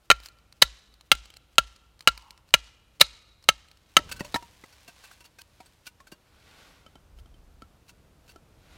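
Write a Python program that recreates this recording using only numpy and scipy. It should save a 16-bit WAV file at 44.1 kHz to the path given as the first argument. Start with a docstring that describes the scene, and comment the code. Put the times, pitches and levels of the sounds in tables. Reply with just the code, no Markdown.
"""Nine sharp knocks, loud enough to overload a close microphone: a wooden baton drives a knife down a log.
The blade rings, squeaks and creaks in the split, and each blow shakes the ground. The halves tumble
onto soil and woodpile; one is dragged up and stood on end, sleeves rustle, and the knife is set on top.
Behind it all are the faint rumble and hiss of the open air at a campsite."""
import sys
import numpy as np
from scipy import signal
from scipy.fft import rfft, irfft, next_fast_len
from scipy.io import wavfile
from scipy.ndimage import uniform_filter1d

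SR = 44100
rng = np.random.default_rng(int(sys.argv[2]) if len(sys.argv) > 2 else 0)


def put_to_file(sound):
    """Save the sound as 16-bit audio at rate SR, in the file named by the first command-line argument."""
    columns = np.atleast_2d(sound).T  # one column per channel
    safe = np.clip(columns, -1, 1)
    whole_steps = np.round(safe * 32767)
    wavfile.write(sys.argv[1], SR, whole_steps.astype(np.int16))


N = 386757
T = np.arange(N) / SR
AGE = T[:SR // 2]   # seconds since a contact

# The baton hits the knife's back. Each row: start in seconds, wood level in dB, blade level in dB,
# blade pitch in Hz, squeak level in dB, squeak pitch in Hz.
BLOWS = [(0.1019, -11.5, -10, 1388, -18, 2790), (0.6218, -6.5, -21, 1370, -7.5, 3850),
         (1.1164, -8.5, -17, 1377, -9, 3285), (1.5822, -9.5, -13, 1365, -16, 3120),
         (2.0744, -9, -13.5, 1370, -15.5, 2685), (2.5397, -7.5, -18.5, 1365, -13.5, 2754),
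         (3.0119, -6, -19, 1330, -0.5, 4040), (3.4881, -9.5, -17.5, 1313, -15.5, 3090),
         (3.9675, -7.5, -12, 1320, -18, 3070)]
# The halves ring as they spring free, then knock on woodpile or soil; later, held wood bumps the soil.
# Each row: start in seconds, ring level in dB, thud level in dB.
PILE_HALF = [(3.985, -37, -50), (4.3425, -23.5, -32), (4.351, -31, -54), (4.358, -24.5, -48),
             (4.424, -44.5, -52)]
SOIL_HALF = [(3.99, -36.5, -39.5), (4.2065, -33.5, -30.5), (4.2125, -40.5, -54), (4.248, -42.5, -67)]
SOIL_BUMPS = [(4.637, -46.5, -62), (4.881, -50.5, -56.5), (5.602, -46.5, -54.5), (6.001, -51.5, -67),
              (6.121, -54.5, -46)]
# The knife touches the top of the stick. Each row: start in seconds, level in dB.
KNIFE_TAPS = [(6.8631, -51.5), (6.9548, -52.5), (7.187, -61), (7.258, -60.5), (7.3407, -62),
              (7.6198, -46.5), (8.3592, -50.5)]
# The tone of a low rumble and of a bright rub. 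Each row: frequency in Hz, level in dB.
RUMBLE_TONE = [(15, -35), (25, -7), (65, 0), (314, -17.5), (357, -19), (445, -18.5), (996, -24.5),
               (1360, -31), (1490, -28.5), (2000, -41), (2600, -72), (4400, -120)]
RUB_TONE = [(400, -18), (1000, -17), (1500, -4.5), (1900, -10.5), (2800, -2), (3500, -8), (4500, -5),
            (7000, -11), (15000, -16.5)]


def from_db(db):
    """Turn decibels into a gain."""
    return 10 ** (np.asarray(db) / 20)


def unit(x):
    """Give a short sound the energy of 10 ms at level 1."""
    return x / np.sqrt(np.sum(x ** 2) / (SR / 100) + 1e-20)


def add(track, s, sound):
    """Mix a sound in at s seconds."""
    start = int(s * SR)
    track[start:start + len(sound)] += sound[:N - start]


def band(x, low_hz, high_hz, order=2):
    """Keep what lies between two frequencies."""
    sos = signal.butter(order, [low_hz, min(high_hz, SR / 2 - 500)], "band", fs=SR, output="sos")
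    return signal.sosfilt(sos, x + 1e-18)


def ring(push, hz, t60):
    """A push starts one note; its ring time, t60, is the seconds it takes to fade by 60 dB."""
    decay = np.exp(-np.log(1000) / (t60 * SR))
    angle = 2 * np.pi * hz / SR
    return signal.lfilter([0, np.sin(angle)], [1, -2 * decay * np.cos(angle), decay ** 2], push + 1e-18)


def noise(tone):
    """Steady noise with the given tone, at level 1."""
    hz, db = np.transpose(tone)
    size = next_fast_len(N)
    bins = np.maximum(np.fft.rfftfreq(size, 1 / SR), 1)
    gains = from_db(np.interp(np.log(bins), np.log(hz), db))
    x = irfft(rfft(rng.standard_normal(size)) * gains, size)[:N]
    return x / x.std()


def friction(length_s, rise=0.54, grain_db=3):
    """Tiny, uneven slips of wood fibre swell quickly and die away."""
    grains = rng.standard_normal(len(AGE)) * from_db(grain_db * rng.standard_normal(len(AGE)))
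    return unit(grains * np.exp(-AGE / length_s) * (1 - np.exp(-AGE / (rise * length_s))))


def body(push, notes, vary_db, detune):
    """An object rings with all its notes, a little differently wherever it is touched."""
    chance = rng.standard_normal((len(notes), 2))
    return unit(sum(from_db(db + vary_db * louder) * unit(ring(push, hz * (1 + detune * higher), t60))
                    for (hz, db, t60), (louder, higher) in zip(notes, chance)))


def contacts(events, notes, length_s, grit_db, rasp_db, rise, detune):
    """Light touches: friction makes an object ring and rasp, with dry grit on top."""
    out = np.zeros(N)
    for s, db, *_ in events:
        tone = body(friction(length_s, rise), notes, vary_db=5.5, detune=detune)
        rasp = unit(band(friction(2.1 * length_s, rise), 580, 6300))
        grit = unit(band(friction(2.2 * length_s, rise), 2100, 13000, order=1))
        add(out, s, from_db(db) * (tone + from_db(rasp_db) * rasp + from_db(grit_db) * grit))
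    return out


def strays(start_s, end_s, db, count, spread_db=3):
    """Pick random times and levels for faint touches."""
    return [(start_s + when * (end_s - start_s), db + spread_db * (2 * size - 1))
            for when, size in rng.random((count, 2))]


def swells(strokes, release=0.82, shape=1.3):
    """Each stroke swells, then fades `release` times as slowly; shape 2 is round, 1 is pointed."""
    level = np.zeros(N)
    for s, db, swell_s in strokes:
        from_peak = np.abs(T - s) / np.where(T < s, swell_s, release * swell_s)
        level += from_db(db) * np.exp(-np.minimum(from_peak ** shape, 20))
    return level


def rubbing(effort, tone, grain_db):
    """A hiss that catches and lets go every few milliseconds, as sliding surfaces do."""
    catches = uniform_filter1d(rng.standard_normal(N), size=150)
    hiss = noise(tone) * from_db(grain_db * catches / catches.std())
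    return effort * hiss / hiss.std()


def open_air():
    """The outdoors carries a distant rumble and a faint hiss."""
    # How loud each one is. Each row: time in seconds, level in dB.
    rumble_levels = [(0, -66.5), (6.3, -64.5), (7.1, -59.5), (8, -59), (8.77, -57)]
    hiss_levels = [(0, -70.5), (3.9, -72), (4.5, -70), (8.77, -68)]
    # The tone of the hiss. Each row: frequency in Hz, level in dB.
    hiss_tone = [(180, -31), (300, 1.5), (405, -8), (470, -1.5), (994, -8.5), (1360, -4), (1640, -9),
                 (2840, -9), (15000, -20.5), (16000, -32)]
    rumble = from_db(np.interp(T, *np.transpose(rumble_levels))) * noise(RUMBLE_TONE)
    hiss = from_db(np.interp(T, *np.transpose(hiss_levels))) * noise(hiss_tone)
    return rumble + hiss


def swings(lead_s=.05, swell_s=.02, db=-68):
    """The sleeve swishes as the baton comes down."""
    return rubbing(swells([(s - lead_s, db, swell_s) for s, *_ in BLOWS]), RUB_TONE, grain_db=2)


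def blows(slip_s=.0023, slip_share=0.71, thud_db=-29, knock_db=-21):
    """The baton hits, then the blade slips a little deeper, squeaking and tearing fibres."""
    # The baton bounces and touches again. Each row reads as in BLOWS.
    rebounds = [(0.1129, -13, -14.5, 1379, -20, 2380), (2.0859, -27, -25.5, 1370, -28.5, 4003)]
    out = np.zeros(N)
    hit = unit(1.0 * (AGE == 0))
    for s, wood_db, blade_db, blade_hz, squeak_db, squeak_hz in BLOWS + rebounds:
        push = hit + slip_share * friction(slip_s)
        wood = log_ring(push) + from_db(thud_db) * unit(band(hit, 130, 190))
        blade = unit(band(ring(hit, blade_hz, t60=0.052), 1000, 6000, order=1))
        # The blade's ring lingers faintly in the surroundings.
        blade += from_db(-42) * unit(ring(hit, blade_hz, t60=1.1))
        blade += from_db(-44.5) * unit(ring(hit, 3080, t60=.6))
        squeak = unit(band(ring(push, squeak_hz, t60=0.0078), squeak_hz / 2, 2 * squeak_hz, order=1))
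        crack = unit(band(friction(1.9 * slip_s, rise=0.05), 1200, 5700, order=1))
        crack_db = wood_db - 5.5 + .3 * squeak_db   # more tearing with a louder squeak
        for db, sound in (wood_db, wood), (blade_db, blade), (squeak_db, squeak), (crack_db, crack):
            add(out, s, from_db(db) * sound)
    # The baton's own dull note sounds on every full swing.
    knock = unit(band(ring(hit, hz=604.8, t60=0.02), 400, 1000, order=1))
    for s, *_ in BLOWS:
        add(out, s, from_db(knock_db) * knock)
    return out


def log_ring(push):
    """The struck log rings with the knife in it."""
    # Its notes. Each row: pitch in Hz, level in dB, ring time in seconds.
    notes = [(636, -15.5, 0.019), (950, -16.5, 0.0073), (1370, -18, 0.044), (1720, -7.5, 0.029),
             (2087, -8.5, 0.033), (2340, -7.5, 0.0087), (2610, -5.5, 0.006), (2870, 0, .02),
             (3040, -5.5, 0.022), (3780, -4.5, 0.017), (4030, -1.5, 0.011), (4600, -13, 0.033),
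             (5050, -15, 0.01), (6450, -7, 0.021), (7900, -21.5, 0.013), (12250, -23, 0.0079)]
    return band(body(push, notes, vary_db=1.5, detune=0.039), 570, 9800)


def fibres(peak_per_s=60, peak_s=.045, size_db=-47, spread_db=3):
    """Strained fibres snap one by one just after a blow."""
    snaps = np.zeros(N)
    strain = AGE / peak_s * np.exp(1 - AGE / peak_s)
    for s, *_ in BLOWS:
        breaks = rng.random(len(AGE)) < peak_per_s * strain / SR
        sizes = from_db(size_db + spread_db * np.minimum(rng.exponential(1, len(AGE)), 3))
        add(snaps, s, breaks * sizes)
    snap = friction(0.00027, rise=0.035)
    return band(signal.fftconvolve(snaps, snap / np.linalg.norm(snap))[:N], 2100, 8400, order=1)


def forest_echo(fast_t60=0.65, slow_t60=0.9, echo_s=0.091, echo_width_s=0.028, patchy_db=2.5):
    """Each crack returns from leaves and trunks as an uneven, fading hiss and one duller, smeared echo."""
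    out = np.zeros(N)
    fade = from_db(-60 * AGE / fast_t60) + from_db(-17 - 60 * AGE / slow_t60)
    late = np.maximum(AGE - echo_s, 0) / echo_width_s
    for s, wood_db, _, _, squeak_db, _ in BLOWS:
        patches = uniform_filter1d(rng.standard_normal((2, len(AGE))), size=400)
        leaves, trunks = rng.standard_normal((2, len(AGE))) * from_db(patchy_db * patches / patches.std())
        hiss = band(fade * leaves, 2400, 6500, order=1)
        echo = from_db(-11) * band(trunks * late * np.exp(1 - late), 900, 4500, order=1)
        add(out, s, from_db(wood_db - 35 + 0.13 * squeak_db) * (hiss + echo))
    return band(out, 400, 7200)


def campsite(x, gear_db=-33, gear_t60=0.2, trees_db=-41, trees_t60=1.2):
    """Sound bounces off nearby gear, and the trees add a thin, long tail."""
    t = T[:SR]
    paths = [(gear_db, from_db(-60 * t / gear_t60) * (t > .006), 150, 11000),
             (trees_db, from_db(-60 * t / trees_t60) * (t > .02), 500, 4000)]
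    echoes = 0
    for db, fade, low_hz, high_hz in paths:
        scatter = band(rng.standard_normal(SR) * fade, low_hz, high_hz)
        echoes += from_db(db) * scatter / np.sqrt(np.sum(fade ** 2))
    return x + signal.fftconvolve(x, echoes)[:N]


def ground_shake(travel_s=0.017, push_db=3, loss_db=12):
    """A slow wave runs through the soil and rocks an equipment stand, less so as the log gives way."""
    # The ground's notes, then the stand's one. Each row: pitch in Hz, level in dB, ring time in seconds.
    ground_notes = [(53, -43.5, 0.59), (38, -46.5, .17), (66, -52, .12), (123, -54, 0.13)]
    stand_note = (56, -56, 1.8)
    push = np.zeros(N)
    for s, *_ in BLOWS:
        depth = s / BLOWS[-1][0]
        add(push, s + travel_s, from_db([push_db - loss_db * depth ** 2.6]))
    sway = sum(from_db(db) * ring(push, hz, t60) for hz, db, t60 in ground_notes + [stand_note])
    return band(sway, 28, 130)


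def creaks_and_grazes():
    """The wedged-open log rings as the blade slips in it or the falling baton grazes it."""
    # Slips and grazes. Each row: start in seconds, level in dB.
    slips = [(0.2015, -53), (0.2344, -55), (0.259, -46), (0.2857, -51), (0.525, -54.5), (1.0095, -55.5),
             (1.1514, -44), (1.256, -53.5), (1.3023, -52.5), (1.3387, -56), (1.3678, -49.5), (2.007, -47),
             (2.176, -44.5), (2.3067, -47), (3.4403, -55.5), (3.714, -55.5)]
    grazes = [(.6175, -23.5), (2.998, -39), (3.0065, -21.5)]
    # The open log's notes. Each row: pitch in Hz, level in dB, ring time in seconds.
    notes = [(1280, -18, 0.059), (2380, -13.5, 0.0091), (3070, -1, 0.014), (4214, 5, 0.0067),
             (4820, -4, 0.0068), (7130, -8, .015), (8100, -11, .015)]
    creaks = contacts(slips + strays(0.13, 4.3, db=-61.5, count=26), notes,
                      length_s=0.0013, grit_db=-9.5, rasp_db=-9, rise=0.22, detune=0.025)
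    scrapes = contacts(grazes, notes, length_s=0.0031, grit_db=-4.5, rasp_db=-3, rise=0.71, detune=0.0098)
    return creaks + scrapes


def blade_slides():
    """The blade hisses as it slides along the wood."""
    # Each row: peak time in seconds, level in dB, swell time in seconds.
    strokes = [(.262, -47, 0.021), (4.126, -33, 0.0054), (5.261, -54, .005), (5.418, -41.5, 0.0042),
               (5.874, -40.5, 0.0087), (7.195, -60, 0.018), (7.9, -56, 0.018), (8.31, -58.5, 0.039)]
    return rubbing(swells(strokes, release=0.53, shape=1.1), RUB_TONE, grain_db=4)


def hollow_swell():
    """A faint, hollow sound near 1 kHz swells and fades."""
    # Each row: peak time in seconds, level in dB, swell time in seconds.
    peaks = [(2.26, -58.5, .14)]
    # Each row: frequency in Hz, level in dB.
    hollow_tone = [(600, -34), (900, 8), (1150, 0), (1600, -31.5)]
    return rubbing(swells(peaks), hollow_tone, grain_db=1.5)


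def falling_halves():
    """The halves ring as they spring free, tumble with a rumble, and knock on woodpile or soil."""
    # The notes of each half. Each row: pitch in Hz, level in dB, ring time in seconds.
    pile_half_notes = [(354, -25.5, 0.2), (646, -13.5, .05), (746, -10.5, .06), (944, 0, 0.1018),
                       (1343, 0, 0.065), (1830, -3, 0.022), (2120, -13.5, .02), (2761, -13, 0.025),
                       (3930, -10.5, 0.044), (5250, -19.5, 0.026)]
    soil_half_notes = [(593, 5.5, 0.12), (961, 2.5, 0.032), (1365, -8, 0.013), (1867, -3, .025),
                       (2596, -7, .045), (4580, -10.5, 0.015)]
    # The roll over the soil. Each row: peak time in seconds, level in dB, swell time in seconds.
    tumble = [(4.04, -49.5, .05)]
    pile_half = contacts(PILE_HALF, pile_half_notes,
                         length_s=.0026, grit_db=-19, rasp_db=-10.5, rise=0.29, detune=.004)
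    soil_half = contacts(SOIL_HALF, soil_half_notes,
                         length_s=0.00052, grit_db=-16.5, rasp_db=-10, rise=.2, detune=.004)
    rumble = swells(tumble, release=6.7, shape=1.4) * noise(RUMBLE_TONE)
    return pile_half + soil_half, rumble


def thuds(tap_loss_db=3.5):
    """The soil thuds dully as wood springs free, lands, is bumped or is tapped."""
    out = np.zeros(N)
    taps = [(s, db, db - tap_loss_db) for s, db in KNIFE_TAPS]
    for s, _, thud_db in PILE_HALF + SOIL_HALF + SOIL_BUMPS + taps:
        add(out, s, from_db(thud_db) * unit(band(friction(length_s=.0035, rise=.1), 150, 359)))
    return out


def scuffs():
    """The split stick scuffs against knife, baton and glove."""
    # Each row: start in seconds, level in dB.
    touches = [(4.09, -46.5), (4.113, -35.5), (4.161, -47.5), (4.1935, -42.5), (4.2455, -47),
               (4.877, -47.5), (4.8914, -57), (5.045, -54), (5.1105, -51.5), (5.204, -53), (5.385, -48.5),
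               (5.6575, -57.5), (5.8686, -44.5), (6.0686, -53.5), (6.1164, -47.5), (7.891, -55),
               (8.2894, -54)]
    # Each row: pitch in Hz, level in dB, ring time in seconds.
    stick_notes = [(967, -10, 0.29), (1532, 2, 0.075), (2270, -9, 0.044), (2690, 5, 0.061),
                   (4030, -8.5, 0.018), (4410, -2.5, 0.061), (5580, -7, 0.044), (6500, -10, 0.037),
                   (8000, -5.5, 0.027), (10100, -44.5, .02)]
    return contacts(touches + strays(4.7, 5.3, db=-57, count=6), stick_notes,
                    length_s=0.0038, grit_db=-6, rasp_db=-5.5, rise=0.72, detune=0.0253)


def dragging(crumbs_per_s=350, spread_db=4, crackle_db=-6):
    """The stick drags over dry soil, and crumbs and twigs crackle under it."""
    # Each row: peak time in seconds, level in dB, swell time in seconds.
    pulls = [(4.28, -57, 0.3), (4.76, -63.5, 0.21), (5.07, -57.5, 0.13), (5.65, -68, .35)]
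    # Each row: frequency in Hz, level in dB.
    soil_tone = [(290, -43), (500, -7.5), (1130, -3.5), (1340, -15), (1480, -5.5), (1900, -5.5), (3920, -6),
                 (14700, -22), (16000, -26.5)]
    effort = swells(pulls)
    sizes = from_db(spread_db * np.minimum(rng.exponential(1, N), 4)) * rng.choice([-1, 1], N)
    crackle = band((rng.random(N) < crumbs_per_s / SR) * sizes, 1500, 6500, order=1)
    return rubbing(effort, soil_tone, grain_db=1.5) + from_db(crackle_db) * effort * crackle / crackle.std()


def bumps():
    """Wood held in the hand rings briefly as it bumps the soil."""
    # Its notes. Each row: pitch in Hz, level in dB, ring time in seconds.
    notes = [(560, -39, 0.027), (619, 3, 0.047), (984, 0.5, 0.059), (1370, -1, 0.0092), (1850, -4, 0.018)]
    return contacts(SOIL_BUMPS, notes, length_s=0.0043, grit_db=-16, rasp_db=-8.5, rise=0.24, detune=0.084)


def sleeves():
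    """Sleeves rub as the arms lift."""
    # Each row: peak time in seconds, level in dB, swell time in seconds.
    lifts = [(6.61, -55, 0.23), (8.76, -57.5, 0.13)]
    # Each row: frequency in Hz, level in dB.
    cloth_tone = [(530, -5.5), (900, -4), (1030, -10), (1130, 0.5), (1250, -8), (1440, 0.5), (1720, -8),
                  (2040, -4.5), (2960, -7), (3910, -7.5), (9770, -21), (11100, -20), (16000, -30.5)]
    return rubbing(swells(lifts, release=0.87), cloth_tone, grain_db=1)


def knife_taps():
    """The knife rings lightly as it touches the top of the stick."""
    # Its notes. Each row: pitch in Hz, level in dB, ring time in seconds.
    notes = [(680, -0.5, .02), (1330, 7.5, 0.055), (1570, -22.5, .03), (2230, -14, 0.051),
             (3090, -0.5, 0.044), (4430, -14, .03)]
    return contacts(KNIFE_TAPS, notes, length_s=.0016, grit_db=-21, rasp_db=-10, rise=0.22, detune=0.0084)


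def wind():
    """Puffs of wind buffet the microphone."""
    # Each row: peak time in seconds, level in dB, swell time in seconds.
    puffs = [(7.21, -49.5, 0.075), (7.46, -54.5, 0.22)]
    # Each row: frequency in Hz, level in dB.
    wind_tone = [(12, -22), (30, -2), (55, 2), (90, -14), (200, -37), (600, -72)]
    return swells(puffs) * noise(wind_tone)


def scene():
    """Mix blows, falling wood and handling with the quiet open air, in one channel."""
    splitting = blows() + fibres() + creaks_and_grazes()
    clatter, tumble = falling_halves()
    wood = splitting + clatter + thuds() + scuffs() + bumps() + knife_taps()
    soft_sounds = swings() + blade_slides() + hollow_swell() + tumble + dragging() + sleeves()
    return (campsite(wood) + forest_echo() + ground_shake() + soft_sounds + open_air() + wind())[None]


def record(dry, ceiling=0.86, cutoff_hz=16000):
    """The blows overload the microphone and are flattened; the highest treble is cut."""
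    clipped = dry / (1 + (dry / ceiling) ** 8) ** (1 / 8)
    return signal.sosfilt(signal.ellip(12, .1, 80, cutoff_hz, fs=SR, output="sos"), clipped)


dry = scene()
out = record(dry)
put_to_file(out)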